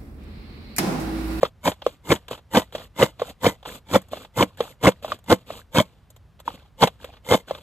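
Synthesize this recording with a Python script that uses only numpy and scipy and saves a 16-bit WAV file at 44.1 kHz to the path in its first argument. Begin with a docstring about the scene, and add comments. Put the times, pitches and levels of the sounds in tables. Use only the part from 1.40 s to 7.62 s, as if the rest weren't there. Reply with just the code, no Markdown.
"""Pumping in wet mud

Something is pumped in and out of a hole in soft, wet mud, close by, about twice a second, with one pause.
Each push squeezes out air and runny mud in a loud squelch, as bursting bubbles make the hole ring.
On each pull back the mud slithers, small air pockets plop open and sticky films snap.
The mud banks give a short, dull echo. The outdoor air is almost still, with a faint low rumble."""
import sys
import numpy as np
from scipy import signal
from scipy.fft import rfft, irfft, next_fast_len
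from scipy.io import wavfile
from scipy.ndimage import uniform_filter1d

SR = 44100
rng = np.random.default_rng(int(sys.argv[2]) if len(sys.argv) > 2 else 0)


def wrap_up_sound(samples):
    """Save the sound to the file named by the first command line argument, as 16-bit audio."""
    columns = np.atleast_2d(samples).T
    # keep every value between -1 and 1, then stretch to whole-number steps
    tamed = np.clip(columns, -1, 1)
    steps = np.round(tamed * 32767).astype(np.int16)
    wavfile.write(sys.argv[1], SR, steps)


N = 274302
TIME = np.arange(N) / SR
PADDED = next_fast_len(N + 8192)
FREQS = np.arange(PADDED // 2 + 1) * SR / PADDED

# Levels in the tables are relative: the functions add their own gain.
# Tone of the still air: frequency_hz, level_db
AIR_TONE = [(20, -13.5), (55, 2), (100, -0.5), (170, -10), (300, -22), (600, -24), (1100, -26.5),
            (2000, -33), (3500, -37.5), (5500, -42.5), (9000, -48), (15000, -50)]
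# Each pull back: start_s, end_s, early_db, late_db, late_hiss_db (compared with the slither)
PULL_STROKES = [(0.015, 0.074, -37.5, -40.5, -10), (0.444, 0.567, -41.5, -57.5, -9),
                (0.906, 0.989, -36, -50, -8), (1.333, 1.455, -42, -43, -9), (1.791, 1.914, -46, -39.5, -9),
                (2.252, 2.371, -41, -38.5, -5), (2.716, 2.857, -40, -43.5, -9.5),
                (3.185, 3.321, -40.5, -44.5, -4), (3.629, 3.753, -42.5, -37.5, -12),
                (4.066, 4.213, -44.5, -42.5, -6.5), (5.056, 5.278, -44.5, -58.5, -18.5),
                (5.602, 5.776, -46.5, -52.5, -21), (6.078, 6.23, -44, -50.5, -11)]
# Tone of sliding mud: frequency_hz, level_db
SLITHER_TONE = [(120, 1.5), (250, 1.5), (390, -6), (500, 4), (800, -11), (1200, -7), (1850, -20.5),
                (2400, -11.5), (3400, -7), (4300, -12), (5500, -23), (8000, -30.5)]
# Tone of the fine, bright hiss as heard, with dips near 5.7 and 10 kHz: frequency_hz, level_db
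HISS_TONE = [(2500, -27.5), (3800, -4.5), (4600, 0), (5700, -2), (7000, 10.5), (8200, 9.5), (10000, -1),
             (12500, 9.5), (14000, -2), (15500, -4)]
# Single air pockets that plop open: time_s, level_db, pitch_hz
LONE_PLOPS = [(0.0313, -2, 522), (.051, -20.5, 1238), (0.4647, -6.5, 492), (.911, -20, 471),
              (1.35, -21, 522), (1.8184, -11, 487), (2.257, -30, 700), (2.7328, -19.5, 594),
              (3.0067, -11, 966), (3.0078, -8.5, 305.7), (3.2051, -7.5, 475), (3.455, -8, 1077),
              (3.469, -9, 2100), (3.4862, -5.5, 495), (3.6462, -19.5, 619), (3.7192, -13, 1157),
              (3.921, -5, 508), (4.1038, -22.5, 579), (5.0782, -14.5, 927), (5.429, -5.5, 800),
              (5.644, -27, 500), (5.9225, -7.5, 489), (6.1093, -15, 538)]
# Pitches at which the wet hole rings: pitch_hz, width_hz, level_db
HOLE_RINGS = [(122.2, 55, 0), (180.5, 55, 2.5), (290, 70, 2), (500, 65, 3), (653, 13, -7.5),
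              (910, 66, -1.5), (926, 14, -12), (1360, 41, -28), (1620, 92, -23.5), (2060, 39, -6.5),
              (2150, 68, -30), (3027, 170, -12), (3440, 160, -15.5)]
# Sticky films that snap on their own: time_s, level_db, treble_db (compared with the snap)
LONE_SNAPS = [(.050, -21.5, -28), (.317, -19, -29), (.4184, -20.5, -29.5), (.7587, -19.5, -18),
              (.8817, -21, -10), (.9288, -19, -21), (1.2174, -20.5, -24), (1.3238, -29, -9.5),
              (1.349, -19, -22), (1.38, -23, -32), (1.7954, -19.5, -38), (2.228, -32, -16),
              (2.6155, -40, 4.5), (2.684, -45, 3.5), (3.1718, -32.5, -4), (3.2056, -17, -18),
              (3.5169, -25, -19), (3.72, -16, -35), (3.788, -41, -2.5), (3.84, -42.5, 1),
              (4.7022, -41.5, 7), (4.7625, -38, -1.5), (4.9913, -39, -16.5), (5.0, -32.5, -1),
              (5.472, -8.5, -12), (5.6433, -39.5, 5.5), (6.082, -28.5, -19.5), (6.148, -24.5, -28)]
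# Tone of a snap: frequency_hz, level_db
SNAP_TONE = [(200, -13), (600, 8), (1100, 1.5), (1800, -6), (2400, -7.5), (3400, 2), (4500, -12),
             (6000, -18.5), (9000, -33.5)]
# Each push. The mud gushes when the seal gives way and chokes when the gap closes:
# start_s, gush_s, choke_s, end_s, gush_db, choke_db, bass_db, gulp_hz, crack_db
PUSH_STROKES = [(.229, 0.252, 0.28, 0.34, -20.5, -15, -9, 522, -23),
                (0.642, .704, 0.72, 0.79, -15, -11.5, 0, 461, -17),
                (1.109, 1.149, 1.173, 1.245, -13.5, -12, -8, 504, -19.5),
                (1.557, 1.592, 1.627, 1.707, -21, -10.5, -6.5, 488, -15),
                (2.006, 2.034, 2.065, 2.15, -20.5, -10.5, -6.5, 500, -16),
                (2.471, 2.535, 2.558, 2.597, -17.5, -10, -1.5, 533, -20.5),
                (2.947, 2.976, 3.027, 3.057, -20, -13, -2.5, 493.3, -13.5),
                (3.410, 3.438, 3.477, 3.526, -16, -9, -4, 520, -20),
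                (3.866, 3.901, 3.925, 3.97, -15, -9.5, -3.5, 500.5, -21.5),
                (4.326, 4.359, 4.4, 4.442, -14.5, -12, -8.5, 618.5, -19),
                (5.383, 5.421, 5.437, 5.49, -11.5, -9.5, -13, 544, -16.5),
                (5.848, 5.911, 5.942, 6.010, -13, -14, -13.5, 659, -24)]
# The mouth of the hole rings as the mud plug cracks: pitch_hz, level_db (compared with the crack)
CRACK_RINGS = [(2080, -2), (3180, -2.5)]
# How far the wave at the left microphone opening is ahead of the right: frequency_hz, lead_radians
LEFT_LEAD = [(0, 0), (450, -.15), (1100, -.72), (2300, -.9), (3000, 1), (3900, 1.7), (5300, 3.1),
             (6600, 6.1), (7800, 6.9), (9600, 9.4), (12400, 12.6), (15000, 15.7)]
# How alike the two openings hear the wet noise: frequency_hz, likeness_0_to_1
SIDE_LIKENESS = [(400, .998), (1000, .975), (2000, .85), (3500, .78), (8000, .75), (12000, .9)]

CRACK_LEAD_S = .002  # the plug cracks this long before the choke


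def from_db(db):
    """Turn decibels into a number to multiply by."""
    return 10 ** (np.asarray(db) / 20)


def rms_one(x):
    """Scale a sound so that its average strength (rms) is 1."""
    return x / np.sqrt(np.mean(x ** 2) + 1e-20)


def at_hz(points):
    """Fill in a table's values for every frequency in FREQS, along a musical (log) scale."""
    hz, value = np.transpose(points)
    return np.interp(np.log(FREQS + 1), np.log(hz), value)


def colour(x, tone):
    """Give a sound the tone in a table, with a filter that keeps white noise equally strong."""
    cepstrum = irfft(np.log(from_db(at_hz(tone))), PADDED)
    # minimum phase: the filter rings only after a click, never before it
    cepstrum[1:PADDED // 2] *= 2
    cepstrum[PADDED // 2 + 1:] = 0
    response = np.exp(rfft(cepstrum))
    response /= np.sqrt(np.mean(abs(response) ** 2))
    return irfft(rfft(x, PADDED) * response, PADDED)[..., :N]


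def resonate(x, hz, width_hz):
    """Make a sound ring at one pitch; a smaller width rings longer."""
    r = np.exp(-np.pi * width_hz / SR)
    feedback = [1, -2 * r * np.cos(2 * np.pi * hz / SR), r * r]
    return signal.lfilter(np.array([1, 0, -1]) * (1 - r * r) / 2, feedback, x)


def crackle(size, per_s, spread_db, hiss):
    """Tiny random clicks of uneven strength, mixed with smooth hiss."""
    clicks = rng.random(size) < per_s / SR
    strength = from_db(spread_db * np.minimum(rng.exponential(1, size), 4)) * rng.choice([-1, 1], size)
    return rms_one(rms_one(clicks * strength) + hiss * rng.standard_normal(size))


def steady(x, span_s):
    """Even out the loudness over the given time, keeping the finer grain."""
    power = np.abs(uniform_filter1d(x * x, max(int(span_s * SR), 8)))
    return x / np.sqrt(power + 1e-12)


def wobble(size, per_s):
    """A curve that wanders at random, mostly between -1 and 1."""
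    steps = np.arange(size) * per_s / SR
    return np.interp(steps, np.arange(4096), rng.standard_normal(4096))


def still_air(level_db=-53, width=.22):
    """A faint outdoor rumble, nearly the same on both sides."""
    middle, side = colour(rng.standard_normal((2, N)), AIR_TONE)
    return from_db(level_db) * (middle + width * side * np.array([[1], [-1]]))


def slide_levels(grip_s=.008, release_s=.017, early_hiss_db=-11.5):
    """How strong the slither and its hiss are over time: a pull starts faster than it stops."""
    mud, hiss = np.zeros(N), np.zeros(N)
    for start, end, early_db, late_db, late_hiss_db in PULL_STROKES:
        span = slice(max(int((start - .06) * SR), 0), int((end + .06) * SR))
        t = TIME[span]
        fade_in = (1 + np.tanh((t - start) / grip_s)) / 2
        fade_out = (1 + np.tanh((end - t) / release_s)) / 2
        early_late = [start + (end - start) / 5, end - (end - start) / 5]
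        level = fade_in * fade_out * from_db(np.interp(t, early_late, [early_db, late_db]))
        mud[span] += level
        hiss[span] += level * from_db(np.interp(t, early_late, [early_hiss_db, late_hiss_db]))
    for _, _, choke, *_ in PUSH_STROKES:
        span = slice(int(choke * SR), int(choke * SR) + SR)
        age_s = TIME[span] - choke
        ooze = from_db(-61 - 43.5 * age_s)  # after a push, runny mud seeps slowly back
        drain = from_db(-46.5 - 231 * age_s)  # the gap drains quickly, with more hiss
        mud[span] += ooze + drain
        hiss[span] += ooze * from_db(-15.5) + drain * from_db(-10)
    return mud, hiss


def slither(gain_db=-1.5, sticking_db=3, sticks_per_s=70):
    """Wet surfaces stick and slide past each other with a soft, dense fizz."""
    mud, hiss = slide_levels()
    sticking = from_db(sticking_db * wobble(N, sticks_per_s))
    fizz = colour(crackle(N, per_s=1200, spread_db=3.5, hiss=.7), SLITHER_TONE)
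    bright = colour(crackle(N, per_s=3000, spread_db=3, hiss=.9), HISS_TONE)
    return from_db(gain_db) * sticking * (mud * fizz + hiss * bright)


def bubbles(per_s, low_hz, high_hz, cycles, spread_db):
    """Small bubbles burst at random, each ringing for a few cycles at its own pitch."""
    t = TIME[:SR // 40]
    out = np.zeros(N + len(t))
    for when, pitch, strength, life in rng.random((4000, 4))[:int(per_s * N / SR)]:
        turns = low_hz * (high_hz / low_hz) ** pitch * t
        shape = (1 - np.exp(-2 * turns)) * np.exp(-turns / (cycles * (.5 + life)))
        gain = from_db(spread_db * (strength ** 2 - pitch / 2))
        at = int(when * N)
        out[at:at + len(t)] += gain * shape * np.sin(2 * np.pi * turns)
    return rms_one(out[:N])


def froth(push_db=-15, slide_db=-8):
    """Froth bursts wherever the mud moves: thickly in a push, more thinly in a slide."""
    flow = sum(from_db(flow_db(TIME, *push[:6])) for push in PUSH_STROKES)
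    sliding, _ = slide_levels()
    thick = steady(bubbles(per_s=300, low_hz=800, high_hz=4400, cycles=5, spread_db=14), span_s=.03)
    thin = bubbles(per_s=130, low_hz=700, high_hz=4800, cycles=3, spread_db=11)
    return from_db(push_db) * flow * thick + from_db(slide_db) * sliding * thin


def air_pockets(per_gush=6):
    """List the lone air pockets and those of each push: time_s, level_db, pitch_hz, ring_s."""
    rows = [(s, db, hz, .0048) for s, db, hz in LONE_PLOPS]
    for _, gush, choke, _, gush_db, choke_db, _, gulp_hz, crack_db in PUSH_STROKES:
        spit_hz = 960 * np.exp(.18 * rng.normal())  # a small pocket opens the gush
        rows.append((gush, gush_db - 3.5, spit_hz, .0039))
        for k, (jitter, pitch) in enumerate(rng.random((per_gush, 2))):
            progress = (k + jitter) / per_gush
            s = gush + progress * (choke - gush)
            db = gush_db + progress * (choke_db - gush_db)
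            if k % 3 == 1:  # every third pocket gurgles
                rows.append((s, db + .5, 280 * (1156 / 280) ** pitch, .005))
            else:  # small, tight ones squeak
                rows.append((s, db - 11, 1390 * (3694 / 1390) ** pitch, .0055))
        for hz, db in CRACK_RINGS:
            rows.append((choke - CRACK_LEAD_S, crack_db + db, hz * rng.uniform(.88, 1.12), .0052))
        rows.append((choke, choke_db + 4, gulp_hz, .0078))  # a big pocket gulps as the gap closes
        rows.append((choke + .005, choke_db - 2, 185.8, .007))  # the plug settles; the shut hole thuds
    return rows


def plops(gain_db=1.6, pitch_drop=.72, settle_cycles=.4, attack_s=.00047, neck_hz=1080, splatter_db=-17):
    """A pocket opens with a puff, its pitch drops at once, and its soft walls soon stop the ringing."""
    out, opening, t = np.zeros(N), np.zeros(N), TIME[:SR // 16]
    for s, db, hz, ring_s in air_pockets():
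        cycles = hz * t + pitch_drop * settle_cycles * (1 - np.exp(-hz * t / settle_cycles))
        tail = from_db(-24) * np.exp(-hz * t / 8)
        shape = np.exp(-(t / ring_s) ** 1.7) + tail
        ring = shape * np.sin(2 * np.pi * cycles)
        puff = .12 * np.exp(-hz * t / 2)
        neck = from_db(-13) * shape * np.sin(2 * np.pi * neck_hz * t)  # the hole's neck rings along
        strength = from_db(db + gain_db) * (1 - np.exp(-t / attack_s))
        at = int(s * SR)
        out[at:at + len(t)] += (strength * (ring + puff + neck))[:N - at]
        opening[at:at + len(t)] += (strength * shape)[:N - at]
    # the torn rim splatters and makes the hole ring
    splatter = opening * rng.standard_normal(N)
    rings = sum(from_db(db) * resonate(splatter, hz, width_hz) for hz, width_hz, db in HOLE_RINGS)
    out += from_db(splatter_db) * rms_one(rings) * np.std(opening)
    # the plops carry no deep bass
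    return signal.sosfilt(signal.butter(2, 130, "high", fs=SR, output="sos"), out)


def torn_films(smacks_per_pull=3, smack_db=13, spread_db=4.5, treble_db=-20.5):
    """List the films that tear alone, on plops, on cracks and in pulls: time_s, level_db, treble_db."""
    on_plops = [(s, -22.5, treble_db) for s, _, _ in LONE_PLOPS]
    on_cracks = [(choke - CRACK_LEAD_S, crack_db + 2.5, treble_db)
                 for _, _, choke, *_, crack_db in PUSH_STROKES]
    smacks = []
    for start, end, early_db, late_db, _ in PULL_STROKES:
        for progress, size in rng.random((smacks_per_pull, 2)):
            s = start + progress * (min(end, TIME[-1]) - start)
            slide_db = early_db + progress * (late_db - early_db)
            smacks.append((s, slide_db + smack_db + spread_db * (2 * size - 1), -25))
    return LONE_SNAPS + on_plops + on_cracks + smacks


def snaps(gain_db=-7, treble_trim_db=-3, attack_s=.0011, decay_s=.0055):
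    """Each sticky film of mud tears in a quick shower of clicks."""
    tear, treble, t = np.zeros(N), np.zeros(N), TIME[:SR // 20]
    shape = (1 - np.exp(-t / attack_s)) * np.exp(-t / decay_s)
    for s, db, treble_db in torn_films():
        at = int(s * SR)
        level = from_db(db + gain_db) * shape[:N - at]
        tear[at:at + len(t)] += level
        treble[at:at + len(t)] += level * from_db(treble_db + treble_trim_db)
    clicks = steady(crackle(N, per_s=3000, spread_db=2, hiss=.4), span_s=.003)
    return colour(tear * clicks, SNAP_TONE) + colour(treble * clicks, HISS_TONE)


def flow_db(t, start, gush, choke, end, gush_db, choke_db):
    """Pressure builds, the seal gives way and mud gushes; then the gap chokes and the flow dies away."""
    rest_db, fade_db_per_s = -50, 1200
    jump_db, jump_s, hold_s = 7, .0042, .0067  # a jump into the gush, a short hold after the choke
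    rising = np.interp(t, [start, gush - jump_s, gush, choke],
                       [rest_db, gush_db - jump_db, gush_db, choke_db])
    closed = np.clip((t - choke - hold_s) / max(end - choke - hold_s, .01), 0, 1) ** .77
    outside_s = np.maximum(start - t, 0) + np.maximum(t - end, 0)
    return rising + closed * (rest_db - choke_db) - fade_db_per_s * outside_s


def squelches(body_db=-3, hiss_db=-36, ragged_db=2.5, uneven_db=1.5):
    """On each push, bursting bubbles make the hole ring, with a fine, bright hiss on top."""
    body, hiss = np.zeros(N), np.zeros(N)
    for start, gush, choke, end, gush_db, choke_db, bass_db, *_ in PUSH_STROKES:
        first = int((start - .04) * SR)
        span = slice(first, first + SR // 4)
        t = TIME[span]
        level_db = flow_db(t, start, gush, choke, end, gush_db, choke_db)
        level_db += ragged_db * wobble(len(t), per_s=130)
        from_top_db = level_db - max(gush_db, choke_db)
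        bursts = crackle(len(t), per_s=650, spread_db=3.5, hiss=.4)
        rings = 0
        for hz, width_hz, db in HOLE_RINGS:
            if hz < 400:  # big, slow pockets need a strong flow
                db += bass_db + 6 + .2 * from_top_db
            if hz > 1300:  # small ones rasp all the way through
                db += -1 - .16 * from_top_db
            drive = bursts * (1 + 1.03 * rng.standard_normal(len(t)))
            shifted_hz = hz * np.exp(.035 * rng.normal())  # the hole's shape varies from push to push
            gain = from_db(db + uneven_db * wobble(len(t), per_s=140))
            rings += gain * resonate(drive, shifted_hz, width_hz)
        body[span] += steady(rings, span_s=.016) * from_db(level_db + body_db)
        # the hiss reaches full strength 11 dB before the flow peaks
        hiss[span] += from_db(hiss_db + np.minimum(from_top_db + 11, 0))
    fine_crackle = steady(crackle(N, per_s=5000, spread_db=2.5, hiss=.6), span_s=.008)
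    return body + hiss * colour(fine_crackle, HISS_TONE)


def wet_noise():
    """The many small sounds of moving mud, with new random detail on every call."""
    return squelches() + slither() + froth() + snaps()


def bank_echo(x, echo_db=-27, fade_s=.075, dull_hz=3000):
    """The lumpy mud banks scatter a short, dull echo."""
    t = TIME[:SR // 4]
    scatter = rng.standard_normal((2, len(t))) * from_db(-60 * t / fade_s) * (t > .004)
    scatter = signal.sosfilt(signal.butter(1, dull_hz, fs=SR, output="sos"), scatter)
    scatter /= np.sqrt(np.sum(scatter ** 2, axis=1, keepdims=True))
    return from_db(echo_db) * signal.fftconvolve(x[None], scatter)[:, :N]


def left_and_right(direct, wet, scattered):
    """Two microphone openings hear the mud out of step; scattered noise sets their treble apart."""
    alike, sides = at_hz(SIDE_LIKENESS), np.array([[1], [-1]])
    lead = np.interp(FREQS, *np.transpose(LEFT_LEAD))
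    shared = rfft(direct, PADDED) + np.sqrt((1 + alike) / 2) * rfft(wet, PADDED)
    apart = sides * np.sqrt((1 - alike) / 2) * rfft(scattered, PADDED)
    return irfft((shared + apart) * np.exp(1j * sides * lead / 2), PADDED)[:, :N]


def scene(right_db=.2):
    """Mud sounds from one spot, a touch louder on the right, with their echo and the still air."""
    pockets, wet = plops(), wet_noise()
    near = left_and_right(pockets, wet, scattered=wet_noise()) * from_db([[-right_db], [right_db]])
    return near + bank_echo(pockets + wet) + still_air()


def record(dry, low_cut_hz=38, peak_limit=.9, high_cut_hz=15300):
    """The microphone drops the deepest bass; the biggest peaks are rounded and the top treble is cut."""
    heard = signal.sosfilt(signal.butter(2, low_cut_hz, "high", fs=SR, output="sos"), dry)
    rounded = heard / (1 + (heard / peak_limit) ** 8) ** (1 / 8)
    return signal.sosfilt(signal.ellip(10, .1, 80, high_cut_hz, fs=SR, output="sos"), rounded)


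dry = scene()
out = record(dry)
wrap_up_sound(out)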